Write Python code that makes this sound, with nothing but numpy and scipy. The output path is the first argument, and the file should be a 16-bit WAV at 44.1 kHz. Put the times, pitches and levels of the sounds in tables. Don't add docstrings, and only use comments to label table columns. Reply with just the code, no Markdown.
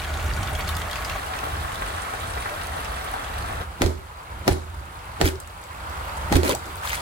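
import sys
import numpy as np
from scipy import signal
from scipy.fft import rfft, irfft, next_fast_len
from scipy.io import wavfile
from scipy.ndimage import uniform_filter1d, map_coordinates

SR = 44100
rng = np.random.default_rng(int(sys.argv[2]) if len(sys.argv) > 2 else 0)


def master_out(mix):
    frames = np.transpose(np.atleast_2d(mix))
    ceiling = np.clip(frames, -1, 1)
    pcm = np.round(ceiling * 32767).astype(np.int16)
    wavfile.write(sys.argv[1], SR, pcm)


N = 309135

# (time [s], bubbling level [dB], spray level [dB])
WATERFALL_LEVEL = [(0, -36.5, -43.5), (1.2, -35.5, -43), (2.7, -36, -43.5), (3.62, -35.5, -46),
                   (3.66, -44, -52.5), (5.0, -42, -51), (5.65, -42, -50), (5.92, -37.5, -47.5),
                   (7.0, -35, -42.5)]
# (start [s], lead of the right microphone [ms],
# spatter level [dB], its unevenness [dB], treble left over right [dB], rumble over bubbling [dB])
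LISTENING_PLACES = [(0, 0.0076, -3, 5, 2.5, 1), (1.173, 0.46, -4.5, 5.5, -7, -3),
                    (3.643, 0.4, -7, 5.5, -4, -1)]
# (frequency [Hz], density [dB per Hz])
WATER_SPECTRA = [
    [(100, -30), (200, -14), (400, -4.5), (750, 2), (1050, -0.5), (1300, 2.5), (1900, -3.5), (2500, -7.5),
     (3300, -10), (5000, -15), (8800, -14.5), (12000, -18), (16000, -22)],
    [(100, -30), (200, -8.5), (400, -5.5), (750, 1.5), (1050, -0.5), (1300, 0.5), (1900, -5), (2500, -10.5),
     (3300, -11.5), (4400, -16), (6500, -19), (8800, -16.5), (12000, -22), (16000, -26.5)],
    [(100, -30), (200, -14), (400, -5.5), (800, 2.5), (1350, 2.5), (2100, -8.5), (3300, -12), (6000, -19.5),
     (8800, -17), (12000, -21.5), (16000, -24.5)],
]
# (frequency [Hz], density [dB per Hz])
RUMBLE_SPECTRUM = [(12, -46.5), (20, -20), (46, -1.5), (65, 1.5), (82, 0), (134, -12.5), (172, -14.5),
                   (242, -22.5), (300, -21), (390, -23), (660, -120)]
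# (frequency [Hz], t60 [s])
GARDEN_DECAY = [(200, 0.17), (2000, 0.15), (12000, 0.19)]
# (time [s], peak level [dB], pitch [Hz])
NEAR_DROPS = [(.551, -24.5, 3200), (.675, -28, 2700), (.691, -25, 3560), (.931, -25.5, 3270),
              (.957, -24, 2600), (1.097, -22, 2630), (1.389, -27.5, 2510), (2.423, -28, 2080)]
# (start [s], end [s], rate [drops per s], mean peak level [dB], middle pitch [Hz])
DROP_SHOWERS = [(0, 1.12, 26, -30.5, 2890), (0.301, 1.12, 9, -29, 1400), (1.199, 3.502, 14, -34, 2507),
                (6.85, 6.98, 70, -28.5, 1710)]
# (time [s], peak level [dB], pitch [Hz])
ICE_TICKS = [(.767, -25.5, 9000), (2.67, -30, 8400), (2.847, -30, 5200), (3.115, -33, 10300),
             (5.4012, -25.5, 8200), (6.4945, -17, 9800), (6.55, -13.5, 7700), (6.948, -22, 8800)]
# (time [s], level [dB], start pitch [Hz], end pitch [Hz], length [s])
AIR_GULPS = [(2.502, -33.5, 558, 656, 0.06), (3.602, -35.5, 410, 630, 0.028), (5.326, -26, 340, 408, 0.037),
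             (6.487, -12, 478, 637, 0.017), (6.493, -15, 736, 1270, 0.015), (6.511, -19.5, 283, 1037, .056),
             (6.829, -24, 1280, 2040, 0.0095), (6.845, -20, 754, 1475, .0136),
             (6.872, -25, 1480, 1780, 0.0114), (6.927, -24, 1960, 2130, 0.014)]
# (time [s], first touch level [dB], crack level [dB], crunch level [dB],
# plunge level [dB], rebound level [dB], spurt level [dB], spurt length [s])
ICE_BLOWS = [(3.819, -13, -9.5, -18.5, -8, -18, -33, 0.022),
             (4.4787, -18, -8, -17.5, -10, -25.5, -32.5, 0.032),
             (5.213, -24, -10, -18.5, -9, -20, -22, 0.054),
             (6.3247, -12, -12, -16, -2.5, -13, -20.5, 0.023)]
# (time [s], crack level [dB], ring level [dB])
FLOE_KNOCKS = [(6.338, -20, -17), (6.356, -15, -9.5), (6.433, -12.5, -16.5), (6.494, -12, -20)]
# (frequency [Hz], level [dB], t60 [s])
ICE_MODES = [(163, -17, 0.17), (270.4, -7.5, 0.2), (351.2, -6, 0.18), (381.3, -4.5, 0.36), (440, -13, 0.23),
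             (587, -8, 0.1), (732, -1.5, 0.064), (857, 1.5, 0.053), (957, -22, 0.11), (1270, -1, 0.02),
             (1870, 3.5, 0.038)]
# (frequency [Hz], density [dB per Hz])
CRACK_SPECTRUM = [(100, -17), (400, 3), (850, 2), (1300, -6), (2500, -7), (4000, -3), (6000, -9.5),
                  (11000, -15), (16000, -30)]
# (frequency [Hz], density [dB per Hz])
CRUNCH_SPECTRUM = [(40, 5), (130, 10.5), (300, 0.5), (850, 2), (1200, -7.5), (2000, -9), (2700, -17),
                   (4000, -15), (6000, -20.5), (10000, -23.5), (16000, -29)]
# (frequency [Hz], t60 [s])
CRUMBLE_DECAY = [(150, 0.41), (400, 0.35), (900, 0.18), (2000, 0.24), (7000, 0.48), (15000, 0.3)]
# (time [s], length [s], spurt level [dB], slosh level [dB])
LATE_SPLASHES = [(6.428, 0.062, -21, -18.5), (6.487, 0.04, -19.5, -18), (6.65, 0.069, -44, -36),
                 (6.824, 0.15, -28, -59)]
# (frequency [Hz], density [dB per Hz])
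SPURT_SPECTRUM = [(150, -20), (500, -21), (1000, -1), (2000, 3), (4000, -4), (6000, -4.5), (10000, -3.5),
                  (16000, -11.5)]
# (frequency [Hz], density [dB per Hz])
SLOSH_SPECTRUM = [(60, -23), (180, -7), (300, 4), (600, -2.5), (950, -2), (1500, -9), (4000, -50)]

MONO_HZ = 326
DROP_SPREAD_DB, DROP_SPREAD_OCT = 2, 0.42
FLIGHT_MIN_S, FLIGHT_MAX_S = 0.041, 0.42
DROPLET_DB, DROPLET_HZ = -13.5, 8500
TOUCH_S = 0.0087
SPURT_S, PLUNGE_S, REBOUND_S, SLOSH_S = 0.027, 0.0347, 0.043, 0.055
RING_DB = -5
WET_CRUNCH_DB = -11.5
WET_RING_DB, WET_RING_HZ = 2, 523
MODE_SCATTER_DB = 1.5
PUSH_WIDTH_S, BOOM_DB = 0.0041, -6
SLOSH_DB, SLOSH_LENGTH_S = -22, 0.06
POCKET_HZ, POCKET_T60_S, POCKET_DB = 356, 0.11, 3
AGC_DB, AGC_SHARE, AGC_ATTACK_S, AGC_DB_PER_S = -22.5, 0.44, 0.022, 7.5
TOP_HZ = 16100


def amp(db):
    return 10 ** (np.asarray(db) / 20)


def unit(x):
    return x / np.sqrt(np.mean(x ** 2) + 1e-20)


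def along(points, hz):
    f, v = np.transpose(points)
    return np.interp(np.log(hz + 1), np.log(f + 1), v)


def curves(rows):
    s, *cols = np.transpose(rows)
    return [np.interp(np.arange(N) / SR, s, c) for c in cols]


def wobble(rate):
    knots = rng.standard_normal(int(N * rate / SR) + 4)
    return map_coordinates(knots, [np.arange(N) * rate / SR])


def filtered(x, response):
    n = x.shape[-1]
    size = next_fast_len(n + SR // 8)
    return irfft(rfft(x, size) * response(np.fft.rfftfreq(size, 1 / SR)), size)[..., :n]


def coloured(x, spectrum):
    return unit(filtered(x, lambda hz: amp(along(spectrum, hz))))


def dying(x, decay):
    hz, t, z = signal.stft(x, SR, nperseg=256)
    fade = amp(-60 * t / along(decay, hz)[:, None])
    return signal.istft(z * fade, SR, nperseg=256)[1][..., :x.shape[-1]]


def patchy(x, depth_db):
    z = signal.stft(x, nperseg=256)[2]
    field = uniform_filter1d(rng.standard_normal(z.shape), size=22, axis=0)
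    field = uniform_filter1d(field, size=3, axis=1)
    return signal.istft(z * amp(depth_db * unit(field)), nperseg=256)[1][:len(x)]


def from_right(x, lead_ms):
    side = np.array([[-1], [1]])
    return filtered(x, lambda hz: np.exp(np.pi * 1j * hz * lead_ms / 1000 * side))


def diffuse(x):
    mid, side = (x[0] + x[1]) / 2, (x[0] - x[1]) / 2
    side = filtered(side, lambda hz: hz ** 2 / (hz ** 2 + MONO_HZ ** 2))
    return np.array([mid + side, mid - side])


def add(track, s, sound):
    part = track[..., max(0, round(s * SR)):][..., :sound.shape[-1]]
    part += sound[..., :part.shape[-1]]


def bubbles(n, count, low_hz, high_hz, cycles, spread_db, rise):
    when, pitch, size = rng.random((count, 3)).T[..., None]
    hz = low_hz * (high_hz / low_hz) ** pitch
    t = np.arange(SR // 60) / SR
    age = t * hz / cycles
    strength = hz * amp(-spread_db * np.log(np.maximum(size, 0.02)))
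    tone = np.sin(2 * np.pi * hz * t * (1 + rise * np.minimum(age, 4)))
    ring = strength * np.exp(-age) * (1 - t / t[-1]) * tone
    position = (when * n).astype(int) + np.arange(len(t))
    return unit(np.bincount(position.ravel(), ring.ravel(), n)[:n])


def spatter(shape, rate, spread_db):
    size = amp(spread_db * np.minimum(rng.exponential(size=shape), 5))
    return unit((rng.random(shape) < rate / SR) * size * rng.standard_normal(shape))


def garden(x):
    tail = dying(rng.standard_normal((2, SR // 4)), GARDEN_DECAY)
    return signal.fftconvolve(x, tail / np.linalg.norm(tail[0]), axes=1)[:, :x.shape[1]]


def waterfall():
    out = np.zeros((2, N))
    bubbling_db, spray_db = curves(WATERFALL_LEVEL)
    swarm = bubbles(N, count=9000, low_hz=393.4, high_hz=4543, cycles=5.7, spread_db=2.5, rise=0.034)
    for place, spectrum in zip(LISTENING_PLACES, WATER_SPECTRA):
        s, lead_ms, spatter_db, uneven_db, treble_db, _ = place
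        surge = amp(uneven_db * 0.52 * wobble(200))
        spray = patchy(surge * spatter(N, rate=9000, spread_db=3.0), uneven_db)
        spray = filtered(spray, lambda hz: hz / (hz + 1200))
        direct = from_right(amp(-5) * swarm + amp(spatter_db + 3.5) * spray, lead_ms)
        wash = amp(4.5) * diffuse(rng.standard_normal((2, N))) + amp(-0.5) * garden(direct)
        water = coloured(direct + wash, spectrum)
        tilt_db = treble_db * np.array([[0.5], [-0.5]])
        water = filtered(water, lambda hz: amp(tilt_db / (1 + (5500 / (hz + 1)) ** 4)))
        low = filtered(water, lambda hz: 1 / (1 + (hz / 2600) ** 4))
        mix = amp(bubbling_db + 3.5) * unit(low) + amp(spray_db + 3) * unit(water - low)
        start = max(0, round(s * SR))
        out[:, start:] = mix[:, start:]
    return out


def rumble():
    starts, *_, over_db = np.transpose(LISTENING_PLACES)
    place = np.searchsorted(starts[1:], np.arange(N) / SR)
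    level_db = curves(WATERFALL_LEVEL)[0] + over_db[place] + 2.4 * wobble(5.24)
    noise = rng.standard_normal(N) + 0.17 * rng.standard_normal((2, N))
    noise = coloured(noise, RUMBLE_SPECTRUM)
    hum_level = amp(-8.0 + 6.0 * wobble(4.9))
    hum = hum_level * np.sin(2 * np.pi * np.cumsum(76 + 4 * wobble(7)) / SR)
    return amp(level_db + 4) * (noise + hum) * amp([[-0.6], [0.6]])


def scattered(start, end, db, hz, count):
    when, (size, pitch) = rng.random(count), rng.standard_normal((count, 2)).T
    times = start + (end - start) * when
    return list(zip(times, db + DROP_SPREAD_DB * size, hz * 2 ** (DROP_SPREAD_OCT * pitch)))


def drips(rows, t60, click_db, rise):
    out, t = np.zeros((2, N)), np.arange(SR // 16) / SR
    for s, db, hz in rows:
        tone = np.sin(2 * np.pi * hz * t * (1 + rise * t / t60))
        ring = amp(-60 * t / t60) * (1 - np.exp(-t * hz / 2)) * tone
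        spectrum = [(hz / 4, -18), (hz / 2, -7), (hz, 0), (hz * 2, -10), (hz * 4, -20)]
        splat = coloured(rng.standard_normal((2, len(t))), spectrum)
        add(out, s, amp(db) * (ring + amp(click_db - 120 * t / t60) * splat))
    return out


def drops():
    plinks, ticks = list(NEAR_DROPS), list(ICE_TICKS)
    for start, end, rate, db, hz in DROP_SHOWERS:
        plinks += scattered(start, end, db, hz, count=round(rate * (end - start)))
    for s, _, spurt_db, _ in surges():
        ticks += scattered(s + FLIGHT_MIN_S, s + FLIGHT_MAX_S, spurt_db + DROPLET_DB, DROPLET_HZ, count=4)
    in_water = drips(plinks, t60=0.042, click_db=1.0, rise=0.083)
    on_ice = drips(ticks, t60=0.023, click_db=6.0, rise=0.01)
    return amp(-2.5) * in_water + amp(-5) * on_ice


def gulps():
    out = np.zeros(N)
    for s, db, start_hz, end_hz, length in AIR_GULPS:
        u = np.arange(int(length * SR)) / (length * SR)
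        phase = 2 * np.pi * np.cumsum(start_hz * (end_hz / start_hz) ** u) / SR
        add(out, s, amp(db) * np.sqrt(np.sin(np.pi * u)) * np.sin(phase))
    return from_right(out, lead_ms=0.2)


def ringing(t, soft_hz):
    out = np.zeros((2, len(t)))
    for hz, db, t60 in ICE_MODES:
        size, detune, skew = rng.standard_normal(3)
        drift = rng.standard_normal(len(t)) + 0.5 * rng.standard_normal(out.shape)
        slop = 0.028 * np.cumsum(drift, axis=1)
        lead = np.array([[-1], [1]]) * hz / 750 * (1 + 1.14 * skew)
        swell = 1 - np.exp(-t * hz / 0.5)
        rock = amp(2.9 * map_coordinates(rng.standard_normal(40), [t * 70]))
        level = amp(db + MODE_SCATTER_DB * size - 60 * t / t60) / (1 + (hz / soft_hz) ** 4)
        tone = np.sin(2 * np.pi * hz * (1 + 0.011 * detune) * t + slop + lead)
        out += level * rock * swell * tone
    return out


def contact(crunch_db, ring_db, soft_hz, right_db):
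    t = np.arange(SR // 2) / SR
    shape, release = (2, len(t)), t / 0.00033
    snap = (release - 1) * np.exp(-release)
    snap = from_right(np.roll(snap, 20), lead_ms=0.2)
    burst = coloured(rng.standard_normal(shape), CRACK_SPECTRUM) * amp(-60 * t / 0.013)
    crack = amp(5.5) * snap + burst
    chips = diffuse(spatter(shape, rate=4000, spread_db=1.5))
    crunch = amp(crunch_db) * coloured(chips, CRUNCH_SPECTRUM)
    grind = crunch * amp(-4 - 60 * t[::-1] / 0.068)
    after = crack + dying(crunch, CRUMBLE_DECAY) + amp(ring_db) * ringing(t, soft_hz)
    return np.hstack([grind, after]) * amp([[-right_db / 2], [right_db / 2]])


def ice():
    out, press = np.zeros((2, N)), np.arange(SR // 50) / SR / 0.00095 - 3
    thud = (press ** 2 - 1) * np.exp(-press ** 2 / 2)
    wet = list(FLOE_KNOCKS)
    for s, touch_db, crack_db, crunch_db, _, rebound_db, *_ in ICE_BLOWS:
        add(out, s - TOUCH_S, amp(touch_db) * thud)
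        dry_blow = contact(crunch_db - crack_db, ring_db=RING_DB, soft_hz=1690, right_db=0.0)
        add(out, s - 0.5, amp(crack_db) * dry_blow)
        wet.append((s + REBOUND_S, rebound_db, rebound_db + WET_RING_DB))
    for s, crack_db, ring_db in wet:
        knock = contact(WET_CRUNCH_DB, ring_db - crack_db, soft_hz=WET_RING_HZ, right_db=5.0)
        add(out, s - 0.5, amp(crack_db) * knock)
    return out


def surges():
    rows = list(LATE_SPLASHES)
    for s, *_, plunge_db, _, spurt_db, length in ICE_BLOWS:
        rows.append((s + SPURT_S, length, spurt_db, plunge_db + SLOSH_DB))
        rows.append((s + SLOSH_S, SLOSH_LENGTH_S, plunge_db - 39, plunge_db + SLOSH_DB))
    return rows


def splashes():
    out, t = np.zeros((2, N)), np.arange(SR // 3) / SR
    for s, length, spurt_db, slosh_db in surges():
        froth = bubbles(len(t), count=110, low_hz=816, high_hz=4310, cycles=8.7, spread_db=3.5, rise=0.065)
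        jet = unit(patchy(spatter(len(t), rate=4300, spread_db=2), depth_db=8))
        spray = from_right(jet + 0.5 * froth, lead_ms=0.264)
        spray = spray + 1.05 * spatter((2, len(t)), rate=5000, spread_db=5)
        slosh = from_right(rng.standard_normal(len(t)), lead_ms=0.43)
        slosh = slosh + 0.5 * rng.standard_normal((2, len(t)))
        swell = (1 - np.exp(-t / (0.077 * length))) / (1 + (t / length) ** 8)
        spurt = amp(spurt_db) * coloured(spray, SPURT_SPECTRUM)
        add(out, s, swell * (spurt + amp(slosh_db) * coloured(slosh, SLOSH_SPECTRUM)))
    return out


def heaves(boom_hz, t60):
    out, t = np.zeros((2, N)), np.arange(SR // 2) / SR
    u = t / PUSH_WIDTH_S - 4
    push = (u ** 2 - 1) * np.exp(-u ** 2 / 2) * amp([[-5], [2]])
    boom = amp(BOOM_DB - 60 * t / t60) * np.sin(2 * np.pi * boom_hz * t) * amp([[-2], [2]])
    for s, _, _, _, plunge_db, *_ in ICE_BLOWS:
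        add(out, s + PLUNGE_S - 4 * PUSH_WIDTH_S, amp(plunge_db) * push)
        add(out, s + PLUNGE_S, amp(plunge_db) * boom)
    return out


def pockets():
    out, t = np.zeros((2, N)), np.arange(SR // 2) / SR
    for s, *_, rebound_db, _, _ in ICE_BLOWS:
        hz = POCKET_HZ * (1 + 0.11 * wobble(160)[:len(t)])
        level_db = rebound_db + POCKET_DB + 2.5 * wobble(114)[:len(t)] - 60 * t / POCKET_T60_S
        level = amp(level_db) * (1 - np.exp(-t * POCKET_HZ))
        note = from_right(level * np.sin(2 * np.pi * np.cumsum(hz) / SR), lead_ms=0.22)
        add(out, s + REBOUND_S, note * amp([[-1.5], [1.5]]))
    return out


def gain_control(x):
    window = SR // 100
    power = signal.lfilter(np.ones(window) / window, 1, np.mean(x ** 2, axis=0))
    level_db = 10 * np.log10(np.abs(power) + 1e-12)
    excess_db = AGC_SHARE * np.maximum(level_db - AGC_DB, 0)
    recovery_db = AGC_DB_PER_S * np.arange(N) / SR
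    cut_db = np.maximum.accumulate(excess_db + recovery_db) - recovery_db
    keep = np.exp(-1 / (AGC_ATTACK_S * SR))
    return x * amp(-signal.lfilter([1 - keep], [1, -keep], cut_db))


def scene():
    near = drops() + gulps() + ice() + splashes() + heaves(boom_hz=80.5, t60=0.42) + pockets()
    echo = filtered(garden(near), lambda hz: hz / (hz + 200))
    return waterfall() + rumble() + near + amp(-6.5) * echo


def record(dry):
    thinned = filtered(dry, lambda hz: 1j * hz / (1j * hz + 16))
    levelled = gain_control(thinned)
    rounded = levelled / (1 + np.abs(levelled / 0.95) ** 6) ** (1 / 6)
    return filtered(rounded, lambda hz: hz < TOP_HZ)


dry = scene()
out = record(dry)
master_out(out)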